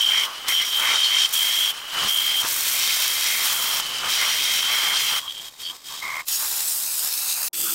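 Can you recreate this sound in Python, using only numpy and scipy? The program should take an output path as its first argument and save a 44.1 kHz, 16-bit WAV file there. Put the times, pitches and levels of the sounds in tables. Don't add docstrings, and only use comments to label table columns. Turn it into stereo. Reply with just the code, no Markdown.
import sys
import numpy as np
from scipy import signal
from scipy.fft import rfft, irfft, next_fast_len
from scipy.io import wavfile
from scipy.ndimage import uniform_filter1d

SR = 44100
rng = np.random.default_rng(int(sys.argv[2]) if len(sys.argv) > 2 else 0)


def wav_out(sig):
    wavfile.write(sys.argv[1], SR, np.round(np.clip(np.atleast_2d(sig).T, -1, 1) * 32767).astype(np.int16))


N = 341334
TIME_S = np.arange(N) / SR
EDGE_START_S, FLAT_START_S, PAUSE_START_S, PAUSE_END_S = 5.2, 6.25, 7.484, 7.53

# start_s, end_s, attack_s, fine_db, rasp_db, squeal_db, squeal_hz,
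# squeal_pan_db, upper_mode_db, first_bite_db
PRESSES = [(0, 0.252, 0.0089, -33.5, -32, -21, 3134, 5, -7.5, -1.5),
           (0.493, 0.625, 0.032, -34, -30.5, -19, 3147, 5.5, -3.5, 10.5),
           (0.65, 0.727, 0.042, -31, -35, -30, 3150, 3, 1, -1.5),
           (0.744, 0.937, 0.038, -31, -29, -23.5, 3150, 7, -11, 0),
           (0.95, 1.262, .02, -33.5, -28.5, -21.5, 3145, 8, -8.5, -1),
           (1.277, 1.322, .014, -37, -35.5, -40, 3140, 10, -9, 2),
           (1.334, 1.704, .016, -28, -30, -21.5, 3200, 12, -9, 8.5),
           (1.999, 2.068, 0.17, -32.5, -29.5, -25.5, 3040, 10, -28, -5),
           (2.081, 2.417, 0.013, -29.5, -31, -21, 3176, 11.5, -12, 5.5),
           (2.436, 2.69, 0.031, -23.5, -29.5, -37, 3240, 1, -12, -9.5),
           (2.729, 3.485, 0.11, -25, -27, -30.5, 3210, -27, -9, 3.5),
           (3.492, 3.803, 0.046, -26.5, -28, -29, 3186, 17, -12.5, 2),
           (3.824, 4.058, 0.014, -39.5, -32.5, -31, 3035, 17, -29, 2),
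           (4.099, 4.605, 0.068, -29.5, -26.5, -25.5, 3160, 11, -8, -0.5),
           (4.623, 5.187, 0.027, -30, -27.5, -24.5, 3170, 10, -11, 0)]
# fine_db, rasp_db, squeal_db, squeal_hz, squeal_pan_db, upper_mode_db
RESTING = (-46.5, -41, -37, 3065, 8, -17)
# time_s, pan_db
CONTACT_PAN = [(.6, 1), (1.1, 4.5), (2.6, 1.8), (5.2, 4)]
# start_s, end_s, hiss_db, squeal_db
TOUCHES = [(5.2, 5.272, -40.5, -38.5), (5.29, 5.325, -41, -32), (5.34, 5.42, -40.5, -37.5),
           (5.44, 5.485, -38, -39), (5.605, 5.64, -37, -39), (5.65, 5.725, -40, -31.5),
           (5.74, 5.762, -42.5, -53), (5.865, 6.005, -37, -38.5), (6.02, 6.21, -38, -45)]
# start_s, end_s, level_db
GROWLS = [(.11, .24, -30), (.49, .525, -27), (.6, .64, -27.5), (.82, .93, -25.5), (1.12, 1.18, -30),
          (1.42, 1.68, -37), (2.11, 2.35, -35), (2.74, 3.2, -35), (3.25, 3.43, -30.5), (4.195, 4.24, -27.5),
          (4.3, 4.6, -33), (4.7, 4.77, -27), (4.8, 4.92, -27.5), (5.0, 5.18, -35), (6.025, 6.21, -31)]
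SURGES = [(6.285, 6.36, -28.5), (6.58, 6.63, -28), (6.68, 6.74, -28.5), (6.99, 7.08, -29),
          (7.285, 7.33, -27.5), (7.43, 7.455, -29.5)]
MOANS = [(7.67, 7.7, -37)]
# start_s, end_s, drone_db, rumble_rise_db
JUDDERS = [(.1, .18, -36, -1), (.48, .51, -35, 7), (.81, .96, -29.5, 6), (1.96, 2.035, -30, 8),
           (2.05, 2.068, -31.5, 12.5), (2.44, 2.455, -32, 8), (3.44, 3.8, -34.5, -0.5),
           (4.04, 4.085, -30, 2.5), (4.19, 4.28, -32.5, -3.5), (4.66, 4.95, -32.5, -1),
           (5.12, 5.18, -32, 1.5), (5.235, 5.275, -41.5, -8), (5.43, 5.47, -55, 0),
           (5.71, 5.735, -45.5, 10), (5.91, 5.95, -41.5, -5), (6.035, 6.205, -35, -4),
           (6.41, 6.46, -39, -2), (6.53, 6.61, -44.5, 1), (7.03, 7.08, -44, 11), (7.23, 7.28, -45.5, 2),
           (7.375, 7.44, -42, -2)]
# start_s, level_db
LANDINGS = [(.484, -11), (2.435, -31), (3.984, -22), (4.605, -28), (7.542, -21), (7.551, -27)]
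SKIPS = [(0.18, -12), (5.279, -20), (5.290, -31), (5.369, -23), (5.397, -22), (5.663, -25)]
# peak_s, pitch_hz, level_db
GLINTS = [(1.06, 4280, -27), (2.45, 956, -34.5), (5.66, 4560, -38.5), (6.345, 5520, -28.5),
          (6.35, 6730, -32), (7.31, 3850, -32.5)]
# time_s, level_db
RUMBLE_LEVEL = [(0, -52.5), (1.8, -53), (2.6, -49), (3.3, -49.5), (3.7, -46), (5.17, -48), (5.24, -67),
                (5.4, -53), (5.53, -61.5), (7.52, -68), (7.58, -50.5)]

# freq_hz, density_db
FINE_SPECTRUM = [(3000, -23), (6500, -1), (9000, 0), (11300, -2.5), (13000, 2), (15500, 0)]
RASP_SPECTRUM = [(700, -31.5), (1500, -5), (2600, 3.5), (4000, 4.5), (5500, 1.5), (7000, -2.5),
                 (10000, -6.5), (15000, -73)]
DRONE_SPECTRUM = [(250, -28), (500, -12), (750, -5.5), (1000, 0), (1170, 2), (1450, 3.5), (1900, -3),
                  (3000, -9), (6000, -45)]
EDGE_SPECTRUM = [(700, -12), (1800, -4.5), (2700, -4), (3800, 0.5), (5200, -1), (6300, -3), (8000, -2.5),
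                 (11500, -12.5), (13500, -3), (15500, -12)]
FLAT_SPECTRUM = [(1000, -21.5), (3000, -24), (5000, -0.5), (8000, -10.5), (9500, -.5), (12000, 2),
                 (15500, 0.5)]
BITE_SPECTRUM = [(800, -27), (1600, -15.5), (2250, -9), (2700, 2.5), (3300, -4), (4300, 1.5), (5500, -5),
                 (7000, 1.5), (10000, -17), (15000, -25)]
ACROSS_SPECTRUM = [(500, -21), (1700, -11), (2250, -7), (2700, 0), (3500, 2.5), (4000, -9), (4500, 3),
                   (5400, -2), (6300, 0.5), (10000, 0), (13000, 6.5), (15500, 1)]
RUMBLE_SPECTRUM = [(20, 1), (60, -3), (130, -3), (300, 2), (500, 1.5), (1000, 2.5), (3000, -51)]
# freq_hz, width_hz, relative_db
BAR_MODES = [(3735, 140, -12), (4320, 85, -18), (4910, 190, -16)]
EDGE_MODES = [(3750, 150, -11), (5030, 440, -10.5), (6870, 150, -21.5), (7830, 160, -16.5)]
BLADE_MODES = [(5300, 260, -15), (6730, 170, -14), (8100, 720, -3)]
ACROSS_MODES = [(201, 22, -34), (337, 13, -24), (8200, 470, -8.5)]
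REST_MODES = [(1120, 230, -11)]
FRAME_MODES = [(123, 75, -12)]
# freq_hz, correlation
COHERENCE = [(60, 0.52), (300, .45), (700, 0.76), (1400, 0.53), (3100, 0.046), (7000, 0.064),
             (15000, 0.018)]


def upright_belt(throb):
    fine_db, rasp_db, squeal_db, squeal_hz, squeal_pan_db, upper_db = hand_pressure()
    load_db = rasp_db + 30
    drone_db, _ = judder_levels(-39.5 + 0.26 * load_db)
    idle_growl_db = -42.5 + 0.83 * load_db
    growl_db = growl_level(idle_growl_db)
    squeal_db = squeal_db - 0.073 * (growl_db - idle_growl_db)
    pan_db = curve(CONTACT_PAN)
    cutting = grains(throb, throb_db=0.2, rough_db=2.0, per_s=5500, size_db=6.5, share=0.19)
    tearing = grains(throb, throb_db=-0.17, rough_db=1.5)
    shaking = grains(throb, throb_db=1.5, rough_db=2.5)
    sticking = grains(throb, throb_db=1.0, rough_db=1.5)
    fine = from_db(fine_db + hand_waver(1.2)) * pan(colour(cutting, FINE_SPECTRUM), pan_db * 0.8)
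    upper_mode = from_db(upper_db + hand_waver(2.5)) * pan(resonate(cutting, 5610, 210), 0.65)
    rasp_gain = from_db(rasp_db + hand_waver(1.5))
    bar_ring = ringing(shaking, BAR_MODES, wander_db=3.5)
    rasp = rasp_gain * pan(colour(tearing, RASP_SPECTRUM) + bar_ring + upper_mode, pan_db)
    rest_ring = ringing(cutting, REST_MODES, wander_db=3.5)
    drone = from_db(drone_db) * pan(colour(shaking, DRONE_SPECTRUM) + 1.24 * rest_ring, 0.81)
    looseness = np.clip((-22 - squeal_db) / 10, 0, 1)
    squeal_hz = squeal_hz * (1 + 0.023 * looseness * drift(500))
    squeal = friction_mode(sticking, squeal_hz, width_hz=115, skirt_hz=430, apart=0.27, lead_rad=1.2)
    growl = friction_mode(sticking, 2150, width_hz=240, skirt_hz=650, apart=0.35, lead_rad=0.6)
    growl = from_db(growl_db + 1.5 * drift(12)) * pan(growl, 4.8)
    squeal = from_db(squeal_db + hand_waver(0.83)) * pan(squeal, squeal_pan_db)
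    return (fine + rasp + drone + squeal + growl) * gate(0, EDGE_START_S)


def flat_belt(throb, lying_db=-31, landing_s=0.035):
    bite_db, = held(SURGES, [lying_db], attack_s=0.012, release_s=0.012)
    hiss_db = -25.5 + 0.15 * (bite_db - lying_db) + hand_waver(0.7)
    drone_db, _ = judder_levels(idle_db=-49.5)
    cutting = grains(throb, throb_db=1.3, rough_db=0.5, per_s=7000, size_db=2.5, share=0.28)
    tearing = grains(throb, throb_db=0.8, rough_db=-0.5)
    scrape = colour(tearing, BITE_SPECTRUM) + ringing(cutting[::-1], BLADE_MODES, wander_db=3.5)
    gap_s = 0.00052 * (1 + 0.16 * drift(9))
    scrape = steady(scrape + 0.45 * np.array([delay(side, gap_s) for side in scrape]))
    hiss = from_db(hiss_db) * pan(colour(cutting, FLAT_SPECTRUM), 1.3)
    bite = from_db(bite_db + hand_waver(0.5)) * pan(scrape, 7.6)
    hum = friction_mode(tearing, 880, width_hz=150, skirt_hz=700, apart=0.55)
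    drone = from_db(drone_db) * pan(colour(cutting, DRONE_SPECTRUM) + 0.5 * hum, 4.2)
    landing = from_db(-25 * ramp_down(FLAT_START_S, landing_s))
    return (hiss + bite + drone) * landing * gate(FLAT_START_S, PAUSE_START_S)


def edge_touch(throb):
    hiss_db, squeal_db = held(TOUCHES, [-50, -59], attack_s=0.03, release_s=0.017)
    drone_db, _ = judder_levels(idle_db=-60)
    cutting = grains(throb, throb_db=1.3, rough_db=1.5, per_s=2900, share=0.25)
    shaking = grains(throb, throb_db=1.4, rough_db=2.2)
    chatter = grains(throb, throb_db=3.5, rough_db=1.0)
    overtones = ringing(shaking, EDGE_MODES, wander_db=2.5)
    hiss_gain = from_db(hiss_db + hand_waver(0.7, rate_hz=50))
    hiss = hiss_gain * pan(colour(cutting, EDGE_SPECTRUM) + overtones, 0.99)
    rest_ring = friction_mode(chatter, 1090, width_hz=210, skirt_hz=480, apart=0.35, lead_rad=0.3)
    drone = from_db(drone_db) * (0.28 * colour(shaking, DRONE_SPECTRUM) + 0.9 * rest_ring)
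    squeal = friction_mode(chatter, 3236, width_hz=130, skirt_hz=550, apart=0.37)
    growl = friction_mode(chatter, 2134, width_hz=110, skirt_hz=430, apart=0.34, lead_rad=0.8)
    squeal = from_db(squeal_db) * pan(squeal, 26)
    growl = from_db(growl_level(idle_db=-67)) * pan(growl, 1.2)
    return (hiss + drone + squeal + growl) * gate(EDGE_START_S, FLAT_START_S)


def blade_across(throb, settle_s=0.065):
    hiss_db = -24 - 7.5 * ramp_down(PAUSE_END_S, settle_s)
    moan_db, = held(MOANS, [-59], attack_s=0.047, release_s=0.047)
    cutting = grains(throb, throb_db=-0.5, rough_db=1.5)
    ring = ringing(cutting[::-1], ACROSS_MODES, wander_db=1)
    hiss = pan(colour(cutting, ACROSS_SPECTRUM), 1.5) + pan(ring, 5.4)
    moan = friction_mode(cutting, 1350, width_hz=260, skirt_hz=700, apart=0.29)
    return (from_db(hiss_db) * hiss + from_db(moan_db) * moan) * gate(PAUSE_END_S, np.inf)


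def grains(throb, throb_db, rough_db, per_s=6000, size_db=3.5, share=0.14):
    hits = rng.random(N) < per_s / SR
    sizes = from_db(size_db * np.minimum(rng.exponential(1, N), 5))
    cracks = hits * sizes * rng.standard_normal((2, N))
    scratch = np.sqrt(share) * cracks / cracks.std() + np.sqrt(1 - share) * rng.standard_normal((2, N))
    knots_s = TIME_S[::50]
    roughness = np.interp(TIME_S, knots_s, rng.standard_normal(len(knots_s)))
    return scratch * from_db(throb_db * throb + rough_db * roughness)


def friction_mode(force, pitch_hz, width_hz, skirt_hz, apart, lead_rad=0.61, saturation=0.12):
    carrier = np.exp(2j * np.pi * np.cumsum(pitch_hz * np.ones(N)) / SR)
    sides = np.array([[1], [-1]])
    mode_pole, skirt_pole = np.exp(-np.pi * np.array([width_hz, skirt_hz]) / SR)
    drive = force[0] + apart * force[1] * sides
    swing = signal.lfilter([1 - mode_pole], [1, -mode_pole], drive / carrier)
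    swing = swing / (np.abs(swing) + 1e-12) ** saturation
    swing = signal.lfilter([1 - skirt_pole], [1, -skirt_pole], swing)
    return steady((swing * carrier * np.exp(0.5j * lead_rad * sides)).real, window_samples=900)


def ringing(force, modes, wander_db):
    return sum(resonate(force, freq_hz, width_hz) * from_db(level_db + wander_db * drift(7))
               for freq_hz, width_hz, level_db in modes)


def wheel_throb(wheel_hz=76.3, unevenness=0.7):
    turns = np.cumsum(wheel_hz * (1 + 0.011 * drift(3) + 0.042 * drift(70))) / SR
    push = np.exp(np.cos(2 * np.pi * turns)) * (1 + unevenness * drift(60))
    return (push - push.mean()) / push.std()


def hand_pressure(wear_s=0.042):
    holds = [(start_s, end_s, *values) for start_s, end_s, _, *values, _ in PRESSES]
    attacks_s = np.array([press[2] for press in PRESSES])
    fine_db, rasp_db, squeal_db, *mode_curves = held(holds, RESTING, attacks_s, release_s=0.022)
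    bite_db = sum(db * gate(start_s - attack_s / 2, end_s) * np.exp(-np.abs(TIME_S - start_s) / wear_s)
                  for start_s, end_s, attack_s, *_, db in PRESSES)
    return fine_db + bite_db, rasp_db, squeal_db - 0.41 * bite_db, *mode_curves


def hand_waver(spread_db, rate_hz=22):
    return spread_db * drift(rate_hz)


def growl_level(idle_db):
    return held(GROWLS, [idle_db], attack_s=0.022, release_s=0.025)[0]


def judder_levels(idle_db):
    return held(JUDDERS, [idle_db, 0], attack_s=0.046, release_s=0.039)


def landing_knocks(decay_s=0.0039):
    envelope = sum(from_db(level_db) * (TIME_S >= start_s) * np.exp(-np.abs(TIME_S - start_s) / decay_s)
                   for start_s, level_db in LANDINGS)
    noise = rng.standard_normal((2, N))
    return envelope * pan(colour(noise, RASP_SPECTRUM) + 0.68 * colour(noise, FINE_SPECTRUM), 3) / 2


def skip_pings(pitch_hz=3190, decay_s=0.0061):
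    pings = np.zeros(N)
    for start_s, level_db in SKIPS:
        age_s = np.maximum(TIME_S - start_s, 0)
        envelope = from_db(level_db) * np.exp(-np.minimum(age_s / decay_s, 20))
        pings += envelope * np.sin(2 * np.pi * pitch_hz * age_s)
    return pan(pings, 16)


def glints(width_ratio=0.033, swell_s=0.03):
    force = rng.standard_normal((2, N))
    rings = np.zeros((2, N))
    for peak_s, pitch_hz, level_db in GLINTS:
        swell = from_db(level_db) * np.exp(-((TIME_S - peak_s) / swell_s) ** 2)
        rings += swell * resonate(force, pitch_hz, width_ratio * pitch_hz)
    return pan(rings, 7.5)


def plate_echoes(x, delays_s=(0.0013, 0.0021, 0.0034), gain=0.27, sway=0.045):
    echoes = [sum(delay(side, lag_s * (1 + sway * drift(3))) for lag_s in delays_s) for side in x]
    return gain * signal.sosfilt(signal.butter(2, 3800, "high", fs=SR, output="sos"), echoes)


def frame_rumble(throb):
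    _, rise_db = judder_levels(idle_db=0)
    level_db = curve(RUMBLE_LEVEL) + rise_db
    shaking = grains(throb, throb_db=2.5, rough_db=1.5)
    boom = from_db(1.8 * (level_db + 43)) * ringing(shaking[[0, 0]], FRAME_MODES, wander_db=1.5)
    return from_db(level_db) * pan(colour(shaking, RUMBLE_SPECTRUM) + boom, -7.5)


def colour(x, spectrum):
    size = next_fast_len(N)
    freqs_hz = np.maximum(np.fft.rfftfreq(size, 1 / SR), 1)
    mid, side = rfft(x, size) * from_db(at_hz(spectrum, freqs_hz))
    correlation = at_hz(COHERENCE, freqs_hz)
    mid, side = mid * np.sqrt(1 + correlation), side * np.sqrt(1 - correlation)
    return steady(irfft([mid + side, mid - side], size)[:, :N])


def resonate(x, freq_hz, width_hz):
    radius = np.exp(-np.pi * width_hz / SR)
    feedback = [1, -2 * radius * np.cos(2 * np.pi * freq_hz / SR), radius ** 2]
    return steady(signal.lfilter((1 - radius ** 2) / 2 * np.array([1, 0, -1]), feedback, x))


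def held(rows, idle, attack_s, release_s):
    curves = np.array([value * np.ones(N) for value in idle])
    for (start_s, end_s, *values), rise_s in zip(rows, attack_s * np.ones(len(rows))):
        span = slice(*np.searchsorted(TIME_S, [start_s - rise_s, end_s + release_s]))
        inside = np.minimum((TIME_S[span] - start_s) / rise_s, (end_s - TIME_S[span]) / release_s)
        curves[:, span] += np.clip(1 + inside, 0, 1) * (np.array(values)[:, None] - curves[:, span])
    return curves


def steady(x, window_samples=2600):
    return x / np.sqrt(np.abs(uniform_filter1d(x.mean(axis=0) ** 2, size=window_samples)) + 1e-20)


def pan(x, left_db):
    gains = from_db([left_db / 2, -left_db / 2]).reshape(2, -1)
    return x * gains / np.sqrt(np.mean(gains ** 2, axis=0))


def drift(rate_hz):
    knots = rng.standard_normal(8000)
    return np.interp(TIME_S * rate_hz, np.arange(len(knots)), knots) * np.sqrt(3 / 2)


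def gate(start_s, end_s):
    return uniform_filter1d(((TIME_S >= start_s) & (TIME_S < end_s)) * 1.0, size=100)


def ramp_down(start_s, length_s):
    return np.clip(1 - (TIME_S - start_s) / length_s, 0, 1)


def delay(x, delay_s):
    return np.interp(TIME_S - delay_s, TIME_S, x)


def curve(points):
    return np.interp(TIME_S, *np.transpose(points))


def at_hz(points, freqs_hz):
    knots_hz, values = np.transpose(points)
    return np.interp(np.log(freqs_hz), np.log(knots_hz), values)


def from_db(db):
    return 10 ** (np.asarray(db) / 20)


def scene():
    throb = wheel_throb()
    grinding = upright_belt(throb) + edge_touch(throb) + flat_belt(throb) + blade_across(throb)
    steel = grinding + landing_knocks() + skip_pings() + glints()
    pause = gate(PAUSE_START_S, PAUSE_END_S)
    return (steel + plate_echoes(steel) + frame_rumble(throb)) * (1 - pause + pause * from_db(-12))


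def record(dry):
    cutoff_hz = 15750
    return signal.sosfilt(signal.ellip(12, 0.1, 90, cutoff_hz, fs=SR, output="sos"), dry)


dry = scene()
out = record(dry)
wav_out(out)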